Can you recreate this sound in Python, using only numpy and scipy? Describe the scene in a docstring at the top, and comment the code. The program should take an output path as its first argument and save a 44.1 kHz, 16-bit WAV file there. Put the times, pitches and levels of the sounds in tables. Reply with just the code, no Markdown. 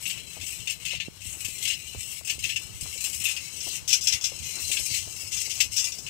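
"""Pellet bells jingle without pause on the legs of a camel pulling a loaded cart closer along a country road.
Each pellet impact excites the damped modes of a metal shell; heavier bunches at neck and chest clash with
the stride. Feet and cart knock softly, tyres crunch on dust, a far engine thuds and a faint drone fades early.
The left microphone of a phone hears all this; the right is all but deaf to airborne sound and picks up
mainly the structure-borne bumps and rumble of the hand."""
import sys
import numpy as np
from scipy import signal
from scipy.fft import rfft, irfft
from scipy.io import wavfile

SR = 44100
rng = np.random.default_rng(int(sys.argv[2]) if len(sys.argv) > 2 else 0)


def inscribe(sig):
    """Save sig as 16-bit PCM at rate SR to the path in sys.argv[1].

    A 1-D sig is mono; a 2-D sig holds one channel per row.
    Samples are clipped to [-1, 1] before scaling.
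    """
    pcm = np.round(np.clip(np.atleast_2d(sig).T, -1, 1) * 32767)
    wavfile.write(sys.argv[1], SR, pcm.astype(np.int16))


N = 268569
TOP_HZ = 15650  # upper limit of the weak partials and of the phone's passband

# strong modes of the leg bells: f/Hz, level/dB
LEG_PARTIALS = [(2047, -9), (2181, -13), (2295, -11), (2577, -28), (2721, 5), (2852, 6.5), (2930, 5.5),
                (3115, -10), (3507, -5), (3985, -12), (4083, 0), (4639, -6), (5023, -13), (5160, 0),
                (5462, -11), (5670, 1), (5785, -10), (6198, -4.5), (6602, 7.5), (6694, -2.5), (6828, -16),
                (7036, -4), (7171, -4), (7605, -15), (7714, -9.5), (7820, 6), (8084, -20), (8182, -3.5),
                (8350, -3), (8425, -13), (9050, -30), (9598, -8), (9915, -25), (10436, -10)]
# spectral envelope of the crowd of weaker partials between them: f/Hz, level/dB
LEG_CROWD_SPECTRUM = [(1500.0, -29.5), (2100.0, 3.5), (2700.0, 6.5), (3300.0, 4), (3750.0, -5),
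                      (4100.0, 3.5), (4500.0, -4.5), (5400.0, 2.5), (6600.0, 0), (8100.0, 5), (9300.0, -4),
                      (11000.0, -8), (13000.0, -7.5), (15300.0, -10.5)]
def leg_bells(impacts_per_s=480, scatter_db=3.5, turnover_per_s=55, level_db=0.1, active_bells=4):
    """Impact excitation: pellets strike as hard as the legs swing, in a few ever-changing bells at a time."""
    bells = bell_rings(LEG_PARTIALS, LEG_CROWD_SPECTRUM, t60=.09, crowd_t60=.085, crowd_db=4,
                       attack_s=.0004, count=28)
    pellet_rng = np.random.default_rng(rng.integers(2 ** 31))
    jitter, pick, quantile = pellet_rng.random((int(impacts_per_s * N / SR), 3)).T
    times = (np.arange(len(jitter)) + jitter) / impacts_per_s
    force = undb(-scatter_db * np.log(1 - quantile).clip(-4, 0))  # many light touches, few hard ones
    force *= np.sqrt(SR / impacts_per_s / np.mean(force ** 2))
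    gains = leg_shaking()[:, (times * SR).astype(int)].T * undb(level_db) * force[:, None]
    queue = rng.integers(len(bells), size=4096)
    struck = queue[(times * turnover_per_s + pick * active_bells).astype(int)]
    out = np.zeros(N)
    for start, gain, bell in zip(times, gains, struck):
        add(out, start, gain @ bells[bell])
    return out


# swings of the legs: t/s, duration/s, level/dB, brightness/dB
LEG_SWINGS = [(0.0, 0.1, -35.5, 3.5), (0.123, 0.077, -42, -4), (0.256, 0.17, -43, 0), (0.422, 0.13, -38, 2),
              (0.533, 0.21, -41.5, 1), (0.792, 0.039, -42, -1), (0.832, .12, -39, -3.5),
              (0.996, 0.053, -45, -3.5), (1.138, 0.085, -48.5, 0), (1.222, 0.1, -37, 2.5),
              (1.344, 0.056, -44, 4.5), (1.385, 0.26, -37, 2), (1.605, 0.057, -34, 1),
              (1.658, 0.094, -36.5, -2.5), (1.752, 0.26, -41, 0), (1.968, .21, -38, 2.5),
              (2.257, 0.093, -40.5, 2), (2.41, 0.093, -33, -0.5), (2.524, 0.14, -45, 1.5),
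              (2.715, .08, -47.5, 4), (2.817, 0.19, -38, 1.5), (2.993, 0.33, -36.5, 4),
              (3.197, 0.13, -37.5, -4.5), (3.32, 0.17, -41.5, 0.5), (3.503, 0.082, -38.5, 1.5),
              (3.611, 0.15, -34.5, 1.5), (3.875, 0.087, -30.5, 0), (4.045, 0.11, -33.5, -2),
              (4.231, .06, -34.5, -0.5), (4.316, 0.25, -40.5, 0.5), (4.41, 0.21, -37.5, 1),
              (4.598, 0.29, -33.5, 3.5), (4.885, 0.091, -29.5, 1), (4.984, 0.23, -40.5, 2),
              (5.21, .08, -40, 2.5), (5.304, .16, -33.5, 1.5), (5.478, 0.17, -35.5, 1.5),
              (5.703, 0.18, -36.5, 1), (5.886, .19, -46, 3.5)]
# light jingling between the swings: t/s, level/dB
IDLE_JINGLE = [(0, -42.5), (1.15, -55.5), (2.6, -47.5), (6.1, -55)]
# gain of the middle register, rising as the camel nears: t/s, level/dB
LEG_MIDDLE_GAIN = [(0, -3.5), (1.8, -3), (3.2, 0), (4.4, 1.5), (5.2, 2.5), (6.1, 4)]
def leg_shaking():
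    """Incoherent addition: jingle and swings sum in power, giving an amplitude envelope per register."""
    power = np.tile(undb(curve(IDLE_JINGLE)) ** 2, (3, 1))
    for start, length, db, bright_db in LEG_SWINGS:
        swing = swell(start, length, attack_s=.015, release_s=.024)
        power += np.outer(register_gains(db, bright_db, 0) ** 2, swing ** 2)
    power[1] *= undb(curve(LEG_MIDDLE_GAIN)) ** 2
    return np.sqrt(power)


def bell_rings(modes, crowd, t60, crowd_t60, crowd_db, attack_s, count=16, crowd_size=60, size=6144):
    """Modal synthesis: each bell rings as a sum of damped sines. Returns bells x 3 registers x samples."""
    mode_hz, mode_db = np.transpose(modes)
    crowd_hz, crowd_spectrum = np.transpose(crowd)
    t = np.arange(size) / SR
    register_of_bin = np.searchsorted((4500, 7200), np.fft.rfftfreq(size, 1 / SR))  # edges in Hz
    register_masks = register_of_bin == np.arange(3)[:, None]

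    def partials(hz, db, t60):
        gain = undb(db) * rng.standard_normal(len(hz))  # each bell is hit at another spot
        cycles = hz[:, None] * t + rng.random((len(hz), 1))
        tone = gain @ np.sin((2 * np.pi * cycles).astype(np.float32))
        ring = tone * ring_envelope(t, t60, attack_s)  # the pellet rolls in, so the ring builds up
        return ring / np.linalg.norm(ring)

    rings = []
    for _ in range(count):
        detune = 1 + .003 * rng.standard_normal(len(mode_hz))  # no two bells are cast alike
        strong = partials(mode_hz * detune, mode_db, t60)
        spread = (np.arange(crowd_size) + rng.random(crowd_size)) / crowd_size
        weak_hz = crowd_hz[0] + (TOP_HZ - crowd_hz[0]) * spread
        weak = partials(weak_hz, np.interp(weak_hz, crowd_hz, crowd_spectrum), crowd_t60)
        registers = irfft(rfft(strong + undb(crowd_db) * weak) * register_masks, size)
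        registers[:, size // 2:] *= np.linspace(1, 0, size // 2)
        rings.append(registers / np.linalg.norm(registers, axis=1, keepdims=True))
    return np.array(rings)


def register_gains(db, bright_db, middle_db):
    """Spectral tilt: brightness tips the low and high registers about the middle one."""
    return undb([db - bright_db, db + middle_db, db + bright_db])


# strong modes of the neck bells: f/Hz, level/dB
NECK_PARTIALS = [(1783.0, -17), (2023.0, -9.5), (2202.0, -4.5), (2409.0, -7.5), (2575.0, 6), (2670.0, -3.5),
                 (2814.0, 3.5), (2965.0, -3.5), (3265.0, -12.5), (3458.0, -6), (3592.0, -6), (3767.0, -35),
                 (3962.0, -8), (4066.0, -17.5), (4640.0, -4.5), (5186.0, -7.5), (5279.0, 10),
                 (5480.0, -10.0), (5722.0, -21.5), (6320.0, 1.5), (6574.0, -16), (7637.0, -34),
                 (7788.0, -13), (8316.0, -2), (8683.0, -29), (9069.0, -9), (9470.0, -37), (9768.0, -35),
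                 (9917.0, -6.5), (12147.0, -8)]
# spectral envelope of their weaker partials: f/Hz, level/dB
NECK_CROWD_SPECTRUM = [(1500.0, -17.5), (2100.0, -15), (2700.0, 10), (3300.0, -2), (3750.0, -17),
                       (4100.0, -24), (4500.0, 1), (5400.0, 1), (6600.0, 7.5), (8100.0, -4), (9300.0, -13),
                       (11000.0, -17), (13000.0, -20), (15300.0, -12.5)]
# clashes at the neck: t/s, level/dB, brightness/dB, hardness (0-1)
NECK_IMPACTS = [(.055, -4, -8, 0.43), (.098, -2.5, -5.5, 0.41), (.411, -5.5, -1, .4), (.463, -5, 2, 0.25),
                (.673, -0.5, -4.5, .6), (.698, 3, -1.5, .4), (.851, 0.5, -3, 0.18), (.905, -5, -9.5, 0.28),
                (.925, -8, -4, .4), (.951, -7, -5, .4), (1.0, -4, -8.5, 0.47), (1.217, -12.5, -1, 0.66),
                (1.447, -1, 0, 0.55), (1.653, 2.5, -3.5, 0.69), (1.676, 3.5, -1, 0.36),
                (1.701, 3, -4, 0.32), (2.115, -8, 3, 0.6), (2.248, -6.5, 2, 0.45), (2.273, -1, -1, 0.44),
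                (2.297, 5, -1.5, .6), (2.39, -6.5, 1, 0.52), (2.438, 2, -5.5, .5), (2.491, -4, -10.5, 0.26),
                (2.56, 1.5, -5, 0.56), (2.809, -4.5, 4.5, 0.6), (3.04, 3.5, 2, 0.32), (3.13, -3.5, 2, 0.46),
                (3.24, -1.5, 7, 0.33), (3.254, 1.5, -7, 0.52), (3.286, 0.5, -2.5, 0.53),
                (3.364, -2, -3.5, 0.47), (4.714, 6, 0.5, 0.31), (4.769, 0, -6.5, .7), (4.795, -10, -1, 0.4),
                (4.94, 2, -0.5, 0.31), (5.603, 10.5, -2.5, 0.49), (6.064, -6.5, -4, 0.4)]
def neck_bells():
    """Free vibration: the heavy bunch at the neck rings darkly after each clash."""
    bells = bell_rings(NECK_PARTIALS, NECK_CROWD_SPECTRUM, t60=.13, crowd_t60=.095, crowd_db=2,
                       attack_s=.0006)
    return clashes(NECK_IMPACTS, bells, middle_db=-2, rebound_s=.0045)


# strong modes of the chest bells: f/Hz, level/dB
CHEST_PARTIALS = [(1796.0, -15.5), (2071.0, -7), (2404.0, 1), (2559.0, 5), (2752.0, 8), (2955.0, -2),
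                  (3439.0, -7), (4021.0, -17), (4428.0, -3), (4756.0, -21), (4881.0, -5.5), (5025.0, 1),
                  (5281.0, -6), (5465.0, 7.5), (5724.0, -2), (5824.0, 2), (6129.0, -40), (6307.0, 6),
                  (6472.0, -3.5), (6827.0, -24), (7105.0, -12), (7500.0, -23), (7607.0, 12), (7824.0, -7),
                  (8018.0, -37), (9035.0, -28), (9309.0, 3.5), (9705.0, -21), (10295.0, -1), (11098.0, -27)]
# spectral envelope of their weaker partials: f/Hz, level/dB
CHEST_CROWD_SPECTRUM = [(1500.0, -8.5), (2100.0, -34), (2700.0, -6), (3300.0, 11), (3750.0, 0), (4100.0, 4),
                        (4500.0, -10), (5400.0, 5), (6600.0, -4), (8100.0, 4), (9300.0, -16),
                        (11000.0, -13), (13000.0, -10), (15300.0, -10)]
# clashes at the chest: t/s, level/dB, brightness/dB, hardness (0-1)
CHEST_IMPACTS = [(3.604, -7.5, 2, .35), (3.877, -0.5, 1.5, 0.43), (3.904, 1.5, -3.5, 0.25),
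                 (3.928, 9.5, -0.5, 0.55), (4.009, -3.5, 1, 0.23), (4.036, -7, 7, 0.27),
                 (4.071, 7.5, 0, 0.48), (4.122, 2, -1.5, 0.36), (4.21, -6.5, 1, .25), (4.24, 3, -1, 0.42),
                 (5.325, -9, -5, 0.53), (5.371, -5, -0.5, 0.4), (5.507, -8, -5, 0.5), (5.604, 2, 4, 0.71),
                 (5.726, -10, 7.5, .25), (5.764, 2, 2.5, 0.38), (5.778, 1, -1, 0.5), (5.796, 0, 1.5, 0.42),
                 (5.842, -1.5, 1.5, 0.45), (5.92, -7.5, -1, 0.6), (5.985, -13, 4, 0.72)]
def chest_bells():
    """Free vibration: the bunch on the chest strap rings brightly, with a strong middle register."""
    bells = bell_rings(CHEST_PARTIALS, CHEST_CROWD_SPECTRUM, t60=.13, crowd_t60=.095, crowd_db=.3,
                       attack_s=.0007)
    return clashes(CHEST_IMPACTS, bells, middle_db=7, rebound_s=.004)


def clashes(impacts, bells, middle_db, rebound_s, rebounds=8):
    """Energy partition: hardness is the first blow's share; softer landings leave bells tumbling longer."""
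    out = np.zeros(N)
    for start, db, bright_db, hardness in impacts:
        forces = np.sqrt(np.r_[hardness, np.full(rebounds, (1 - hardness) / rebounds)])
        quantiles = (np.arange(rebounds) + rng.random(rebounds)) / (rebounds + .5)
        delays = np.r_[0, -rebound_s / hardness * np.log(1 - quantiles)]  # contacts crowd, then thin out
        gains = register_gains(db, bright_db, middle_db)
        for delay, force, bell in zip(delays, forces, rng.permutation(len(bells))):
            add(out, start + delay, force * gains @ bells[bell])
    return out


# modes of one loose bell: f/Hz, level/dB
LOOSE_PARTIALS = [(3985, -8), (4082, 0), (4171, -9), (4294, -12), (4639, -5.5)]
# its occasional shakes: t/s, duration/s, level/dB
LOOSE_BURSTS = [(2.965, .08, -40), (3.646, 0.082, -38.5), (4.518, 0.28, -35.5), (4.872, 0.097, -31.5),
                (5.4, .08, -41.5)]
def loose_bell(taps_per_s=140, size=8192):
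    """Convolution: each uneven bounce of the pellet sets off the same impulse response of the shell."""
    mode_hz, mode_db = np.transpose(LOOSE_PARTIALS)
    t = np.arange(size) / SR
    tone = undb(mode_db) @ np.sin(2 * np.pi * mode_hz[:, None] * t)
    ring = tone * ring_envelope(t, t60=.095, attack_s=.00064)
    taps = (rng.random(N) < taps_per_s / SR) * rng.standard_normal(N)
    jingle = signal.fftconvolve(taps, ring)[:N]
    shakes = sum(undb(db) * swell(start, length, attack_s=.068, release_s=.04)
                 for start, length, db in LOOSE_BURSTS)
    return shakes * jingle / jingle.std()


# blows of feet and cart: t/s, level/dB, centre f/Hz, T60/s
FOOT_AND_CART_BLOWS = [(0.366, -40.5, 690, 0.049), (.432, -44, 500, 0.043), (0.932, -41.5, 715, 0.058),
                       (1.369, -48, 600, 0.05), (1.485, -56, 396, 0.035), (1.948, -41.5, 536, 0.042),
                       (2.211, -39.5, 634, 0.025), (2.855, -44, 960, 0.065), (2.958, -48, 480, 0.065),
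                       (3.666, -38, 590, 0.068), (4.318, -40.5, 594, 0.058), (4.696, -42.5, 440, 0.062),
                       (4.796, -42.5, 540, 0.035), (5.072, -43, 520, 0.051), (5.472, -46, 500, 0.052),
                       (5.987, -43.5, 500, 0.037)]
def knocks(softness=.052, gain_db=.5, size=4096):
    """Heavy damping: foot pads and wood give dull noise bursts; the longer ones also rise more slowly."""
    out, t = np.zeros(N), np.arange(size) / SR
    for start, db, hz, t60 in FOOT_AND_CART_BLOWS:
        spectrum = [(hz / 6, -8), (hz / 2, -1), (hz, 0), (hz * 1.7, -7), (hz * 3, -26), (hz * 10, -55)]
        envelope = ring_envelope(t, t60, attack_s=softness * t60)
        add(out, start, undb(db + gain_db) * noise(spectrum, size) * envelope / envelope.max())
    return out


# rolling noise of the tyres: t/s, level/dB
TYRE_LEVEL = [(0, -49), (1.2, -53), (2.5, -50), (3.6, -47.5), (4.3, -49), (5, -47), (6.1, -48.5)]
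# its spectrum: f/Hz, level/dB
TYRE_SPECTRUM = [(60, -21), (250, 1.5), (400, -0.5), (700, -6), (1200, -6), (2500, -11), (6000, -4.5),
                 (15000, -18)]
def tyres(patchy_db=3, patches=110, split_hz=550):
    """Random amplitude modulation: uneven dust makes the low and high bands swell and sink separately."""
    crunch = noise(TYRE_SPECTRUM, N)
    low = signal.sosfiltfilt(signal.butter(2, split_hz, fs=SR, output="sos"), crunch)
    position = np.linspace(0, patches - 1, N)
    out = np.zeros(N)
    for band in (low, crunch - low):
        unevenness = np.interp(position, np.arange(patches), rng.standard_normal(patches))
        out += band * undb(patchy_db * unevenness)
    return undb(curve(TYRE_LEVEL)) * out


# bumps of the hand on the phone: t/s, peak level/dB, cutoff f/Hz
HAND_PUSHES = [(1.083, -25, 360), (1.255, -38, 200), (1.485, -36, 376), (1.949, -28.5, 776),
               (1.984, -37, 170), (2.354, -42, 700), (2.382, -35, 493), (2.463, -41, 300),
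               (2.826, -38, 200), (3.209, -42, 300), (3.826, -42, 280), (4.153, -39, 220),
               (4.421, -40.5, 170), (4.799, -38, 380), (4.915, -31.5, 128), (5.068, -42, 150),
               (5.235, -39.5, 500)]
def hand_bumps(low_cut_hz=80, size=4096):
    """Transient response: a soft push on the case swings back through the microphone's low cut."""
    out = np.zeros(N)
    for start, db, cutoff_hz in HAND_PUSHES:
        push = signal.lfilter(*signal.butter(3, cutoff_hz, fs=SR), signal.unit_impulse(size))
        swing = signal.lfilter(*signal.butter(3, low_cut_hz, "high", fs=SR), push)
        add(out, start, undb(db) * swing / abs(swing).max())
    return out


# shifts of the grip: t/s, duration/s, level/dB, left minus right level/dB
GRIP_SHIFTS = [(.005, .03, -59, -16), (0.4, .03, -52.5, 22), (0.591, 0.025, -51.5, 21),
               (0.936, 0.045, -50, 24), (1.265, 0.034, -44, 5), (1.314, 0.046, -55, -15),
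               (1.445, 0.029, -46, 13), (1.61, .05, -53.5, -14), (1.954, 0.033, -46, -17),
               (2.345, .12, -51.5, -20), (2.48, 0.12, -59.5, -15), (2.693, 0.064, -50, -17),
               (2.816, 0.037, -46, -23), (2.88, 0.039, -57, -19), (3.149, 0.11, -50.5, -16),
               (3.415, .04, -59.5, -12), (3.68, .05, -61, -16), (3.81, 0.083, -57, -20),
               (3.95, 0.046, -58, -19), (4.135, 0.029, -51.5, -20), (4.222, .07, -56, -16),
               (4.383, 0.076, -50, -18), (4.612, 0.095, -49, -16), (4.793, 0.023, -43.5, -23),
               (4.895, 0.057, -48, -16), (4.986, .1, -51, -21), (5.227, 0.036, -55, -18),
               (5.342, 0.031, -54, -20), (5.41, 0.031, -63, -12), (5.57, 0.19, -55.5, -20),
               (5.807, .08, -60.5, -16), (6.035, 0.035, -55, -23)]
# spectrum of handling rumble: f/Hz, level/dB
HAND_SPECTRUM = [(20, -36), (40, -14), (65, 4), (100, 4), (160, -10), (250, -22.5), (400, -39), (800, -51),
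                 (2000, -65)]
def hand_rubs():
    """Structure-borne sound: the shifting hand rumbles most in the nearer of the two microphones."""
    grip = np.zeros((2, N))
    for start, length, db, pan_db in GRIP_SHIFTS:
        gains = undb([db + pan_db / 2, db - pan_db / 2])
        grip += np.outer(gains, swell(start, length, attack_s=.011, release_s=.017))
    return grip * np.array([noise(HAND_SPECTRUM, N), noise(HAND_SPECTRUM, N)])


# low spectrum shared by the engine and the rumble of the air: f/Hz, level/dB
RUMBLE_SPECTRUM = [(20, -45), (40, -23), (65, 2), (90, 1), (160, -3), (240, -21.5), (400, -54), (900, -59)]
def far_engine(firing_hz=8.853, first_s=.045, level_db=-43, scatter_db=2, attack_s=.011, decay_s=.027):
    """Periodic pulse train: each firing of a far single-cylinder engine arrives as a soft, low thud."""
    period = 1 / firing_hz
    firing, since = np.divmod(np.arange(N) / SR - first_s + period, period)
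    strength = undb(level_db + scatter_db * rng.standard_normal(int(firing[-1]) + 1))
    envelope = np.minimum(since / attack_s, 1) * np.exp(-since / decay_s)
    return strength[firing.astype(int)] * envelope * noise(RUMBLE_SPECTRUM, N)


# spectrum of a faint, distant drone: f/Hz, level/dB
DRONE_SPECTRUM = [(120, -45), (165, -4), (177, 0), (190, -19), (260, -39)]
def drone(level_db=-55.5):
    """Narrow-band noise: heard as a low, wavering hum, which fades early."""
    envelope = swell(start=0, length=1.1, attack_s=.029, release_s=.23)
    return undb(level_db) * envelope * noise(DRONE_SPECTRUM, N)


# spectrum of the faint hiss on the right: f/Hz, level/dB
HISS_SPECTRUM = [(100, 12), (400, 2), (700, -1), (1200, -5), (3000, -4), (6000, -10), (10000, -17.5),
                 (15000, -14)]
def noise_floor(left_db=-51.5, right_db=-56.5, hiss_db=-63):
    """Stationary noise: a steady low rumble at each microphone, with faint hiss on the right."""
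    left = undb(left_db) * noise(RUMBLE_SPECTRUM, N)
    right = undb(right_db) * noise(HAND_SPECTRUM, N) + undb(hiss_db) * noise(HISS_SPECTRUM, N)
    return np.array([left, right])


def noise(spectrum, size):
    """Spectral shaping: white noise weighted by (f/Hz, level/dB) points and scaled to unit rms."""
    hz, db = np.transpose(spectrum)
    gain = undb(np.interp(np.log(np.fft.rfftfreq(size, 1 / SR) + 1), np.log(hz), db))
    shaped = irfft(rfft(rng.standard_normal(size)) * gain, size)
    return shaped / shaped.std()


def ring_envelope(t, t60, attack_s):
    """Exponential damping of 60 dB per t60 seconds, with a rounded onset."""
    return np.exp(-np.log(1000) * t / t60) * (1 - np.exp(-t / attack_s))


def swell(start, length, attack_s, release_s):
    """Amplitude envelope: a linear rise, then exponential decay from length seconds after the start."""
    t = np.arange(N) / SR - start
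    return np.clip(t / attack_s, 0, 1) * np.exp(-np.clip((t - length) / release_s, 0, 20))


def curve(rows):
    """Linear interpolation of (t/s, value) rows at every sample."""
    return np.interp(np.arange(N) / SR, *np.transpose(rows))


def undb(db):
    """Level in decibels to amplitude ratio."""
    return 10 ** (np.asarray(db) / 20)


def add(track, start, sound):
    """Superposition of a sound on a track from start seconds."""
    i = int(np.clip(start * SR, 0, N - 1))
    track[i:i + len(sound)] += sound[:N - i]


def scene():
    """Two transmission paths: airborne sound reaches mainly the left microphone, bumps mainly the right."""
    bells = leg_bells() + neck_bells() + chest_bells() + loose_bell()
    airborne = bells + knocks() + tyres() + far_engine() + drone()
    bumps = hand_bumps()
    left = airborne + undb(-27) * bumps
    right = undb(-63) * airborne + bumps
    return np.array([left, right]) + noise_floor() + hand_rubs()


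def record(dry, ceiling=.85):
    """Soft saturation and band limiting: the highest peaks are gently rounded, and the phone cuts the top."""
    rounded = dry / (1 + (dry / ceiling) ** 4) ** .25
    return signal.sosfilt(signal.ellip(10, .2, 80, TOP_HZ, fs=SR, output="sos"), rounded)


dry = scene()
out = record(dry)
inscribe(out)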